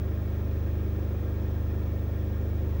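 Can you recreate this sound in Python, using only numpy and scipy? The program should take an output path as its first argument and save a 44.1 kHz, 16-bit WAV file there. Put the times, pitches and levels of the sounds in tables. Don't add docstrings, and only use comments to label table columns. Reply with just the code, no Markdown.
import sys
import numpy as np
from scipy import signal
from scipy.fft import rfft, irfft
from scipy.io import wavfile

SR = 44100
rng = np.random.default_rng(int(sys.argv[2]) if len(sys.argv) > 2 else 0)


def attenuation_scalar(level_db):
    decades = np.asarray(level_db, float) / 20
    return 10 ** decades


def to_wav(sig):
    pcm = np.clip(np.atleast_2d(sig), -1, 1) * 32767
    pcm = np.round(pcm).astype(np.int16)
    wavfile.write(sys.argv[1], SR, pcm.T)


N = 123479

# t/s, rate/firings per s
FIRING_RATE = [(0, 25.26), (.3, 25.3), (.6, 25.24), (1.3, 25.23), (1.9, 25.27), (2.4, 25.25), (2.8, 25.2)]
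# t/s, f/Hz, level/dB
BOOM_LOAD = [(0, 75.8, -30), (.25, 75.8, -31.4), (.65, 75.8, -29.7), (1.2, 75.8, -31.3), (1.7, 75.8, -30),
             (2.15, 75.8, -31.4), (2.5, 75.8, -30.1), (2.8, 75.8, -29.3)]
# multiple, level/dB
CAB_HARMONICS = [(1, -19), (2, -10.5), (3, 0), (4, -3.7), (5, -13.5), (6, -19), (7, -22.5), (8, -15),
                 (9, -21.5), (10, -23), (11, -27), (12, -20), (13, -23), (14, -35), (15, -20), (16, -29),
                 (17, -33), (18, -32), (19, -32), (20, -28), (21, -27.5), (22, -29), (23, -36), (24, -31.5),
                 (25, -33), (26, -34), (27, -38), (28, -39), (30, -37)]
# f/Hz, level/dB per Hz
ROAR_SPECTRUM = [(8, -18), (60, 8), (150, 5.5), (250, 8), (340, 12), (450, 7), (700, -4), (1100, -33.5),
                 (1600, -93.5)]
ROAR_EDGES = [30, 220, 290, 370, 480, 2000]
# f/Hz, level/dB per Hz
CLATTER_SPECTRUM = [(470, -17.5), (800, 0), (1850, -4.5), (2100, -10), (3500, -14), (4600, -21),
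                    (6350, -21), (9000, -42), (12000, -67)]
# f/Hz, width/Hz, level/dB
PANEL_MODES = [(1368, 47, 2), (1518, 68, -8.5), (1618, 12, 10), (1695, 19, -3), (1853, 140, 3),
               (1976, 53, -5), (2126, 50, -4), (2237, 50, 7.5), (2463, 51, 7), (2890, 27, 4),
               (2985, 210, -5.5), (3260, 160, 3), (4320, 130, -5), (5250, 43, 5.5), (5520, 45, 5.5)]
# offset/beat rates, level/dB
WHINE_SIDEBANDS = [(-5, -103), (-4, -82), (-3, -74.3), (-2, -68.5), (-1, -65.7), (0, -59.6), (1, -70)]
# t/s, level/dB, f/Hz, t60/s
TRIM_TICKS = [
    (1.403, -69, 8000, .012),
    (1.589, -45, 650, .015),
    (2.263, -46, 700, .015),
    (2.303, -46, 750, .015),
    (2.407, -34, 320, .06),
    (2.465, -51, 1850, .025),
]


def rms_one(x):
    return x / np.sqrt(np.mean(x ** 2) + 1e-20)


def in_time(rows, axis=1):
    rows = np.array(rows)
    return np.interp(np.arange(N) / SR, rows[:, 0], rows[:, axis])


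def drift(rate):
    step = 40
    pole = np.exp(-2 * step * np.pi * rate / SR)
    noise = rng.standard_normal(N // step + 2002)
    slow = signal.lfilter([1], [1, -2 * pole, pole * pole], noise)[2000:]
    return np.interp(np.arange(N) / step, np.arange(len(slow)), rms_one(slow - slow.mean()))


def coloured(spectrum, peaks=()):
    hz = np.maximum(np.arange(N // 2 + 1) * SR / N, 1)
    at, level = np.transpose(spectrum)
    db = np.interp(np.log(hz), np.log(at), level)
    for f, width, gain in peaks:
        db = db + gain / (1 + (2 * (hz - f) / width) ** 2)
    return rms_one(irfft(rfft(rng.standard_normal(N)) * attenuation_scalar(db), N))


def crank_cycles():
    first_firing_s = .0225
    return np.cumsum(in_time(FIRING_RATE)) / SR - first_firing_s * FIRING_RATE[0][1]


def microphone_hiss():
    top_hz = 13080
    return attenuation_scalar(-75) * coloured([(3000, 0), (top_hz, -4), (top_hz + 20, -60)])


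def inverter_whine():
    carrier_hz, beat_hz, crest_s = 15624.15, 119.25, .00537
    outer_lag_rad, fuzz_db = 2.0, -78
    t = np.arange(N) / SR - crest_s
    envelope = 0
    for k, db in WHINE_SIDEBANDS:
        lag = outer_lag_rad * (abs(k + 1) > 1)
        envelope = envelope + attenuation_scalar(db) * np.exp(2j * np.pi * k * beat_hz * t - 1j * lag)
    tone = np.real(envelope * np.exp(2j * np.pi * carrier_hz * t))
    band = signal.butter(6, [15230, 15700], "band", fs=SR, output="sos")
    fuzz = signal.sosfilt(band, rng.standard_normal(N))
    return np.sqrt(2) * tone + attenuation_scalar(fuzz_db) * rms_one(fuzz)


def trim_ticks():
    attack_s = 0.00092
    out = 0
    for s, db, hz, t60 in TRIM_TICKS:
        t = np.maximum(np.arange(N) / SR - s, 0)
        ring = attenuation_scalar(db - 60 * t / t60) * np.sin(2 * np.pi * hz * t)
        out = out + ring * np.minimum(t / attack_s, 1)
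    return out


def valve_clatter(turn):
    level_db, pulse_db, drift_db = -53, -1.5, .15
    lag = .12
    burst = np.exp(4.0 * (np.cos(2 * np.pi * (turn - lag)) - 1))
    level = attenuation_scalar(level_db + pulse_db * burst + drift_db * drift(4.2))
    return level * coloured(CLATTER_SPECTRUM, PANEL_MODES)


def block_roar(turn):
    level_db, pulse_db, patch_db = -43, 2, 0.84
    lag = 0.49
    pulse = np.cos(2 * np.pi * (turn - lag))
    spectrum = rfft(coloured(ROAR_SPECTRUM))
    hz = np.arange(N // 2 + 1) * SR / N
    edges = [0] + list(ROAR_EDGES) + [SR]
    bands = 0
    for low, high in zip(edges, edges[1:]):
        band = irfft(spectrum * (hz >= low) * (hz < high), N)
        bands = bands + attenuation_scalar(patch_db * drift(1.63)) * band
    return attenuation_scalar(level_db + pulse_db * pulse) * bands


def engine_firing(turn):
    level_db, wobble_db, wobble_per_multiple_db = -30.5, -0.13, 0.0682
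    thump_top, boom_multiple = 6, 3
    knock_lag, knock_spread = .534, .014
    scatter_rad = 0.062
    thump_skew_rad, knock_skew_rad = .42, .7
    load = in_time(BOOM_LOAD, axis=2)
    out = 0
    for k, db in CAB_HARMONICS:
        lag, skew = 0, thump_skew_rad
        if k > thump_top:
            scatter = scatter_rad * rng.normal() / k / (2 * np.pi)
            lag = knock_lag + (knock_spread + scatter) * (k - thump_top)
            skew = knock_skew_rad
        sway = (wobble_db + wobble_per_multiple_db * k) * drift(6)
        if k == boom_multiple:
            sway = sway + load - load.mean()
        out = out + attenuation_scalar(db + sway) * np.cos(2 * np.pi * k * (turn - lag) - skew * (-1) ** k)
    return np.sqrt(2) * attenuation_scalar(level_db) * out


def scene():
    turn = crank_cycles()
    background = microphone_hiss() + inverter_whine() + trim_ticks()
    engine = valve_clatter(turn) + block_roar(turn) + engine_firing(turn)
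    return (background + engine)[None]


def top_cut(x):
    return signal.sosfilt(signal.butter(12, 15970, fs=SR, output="sos"), x)


def record(dry):
    return top_cut(dry)


dry = scene()
out = record(dry)
to_wav(out)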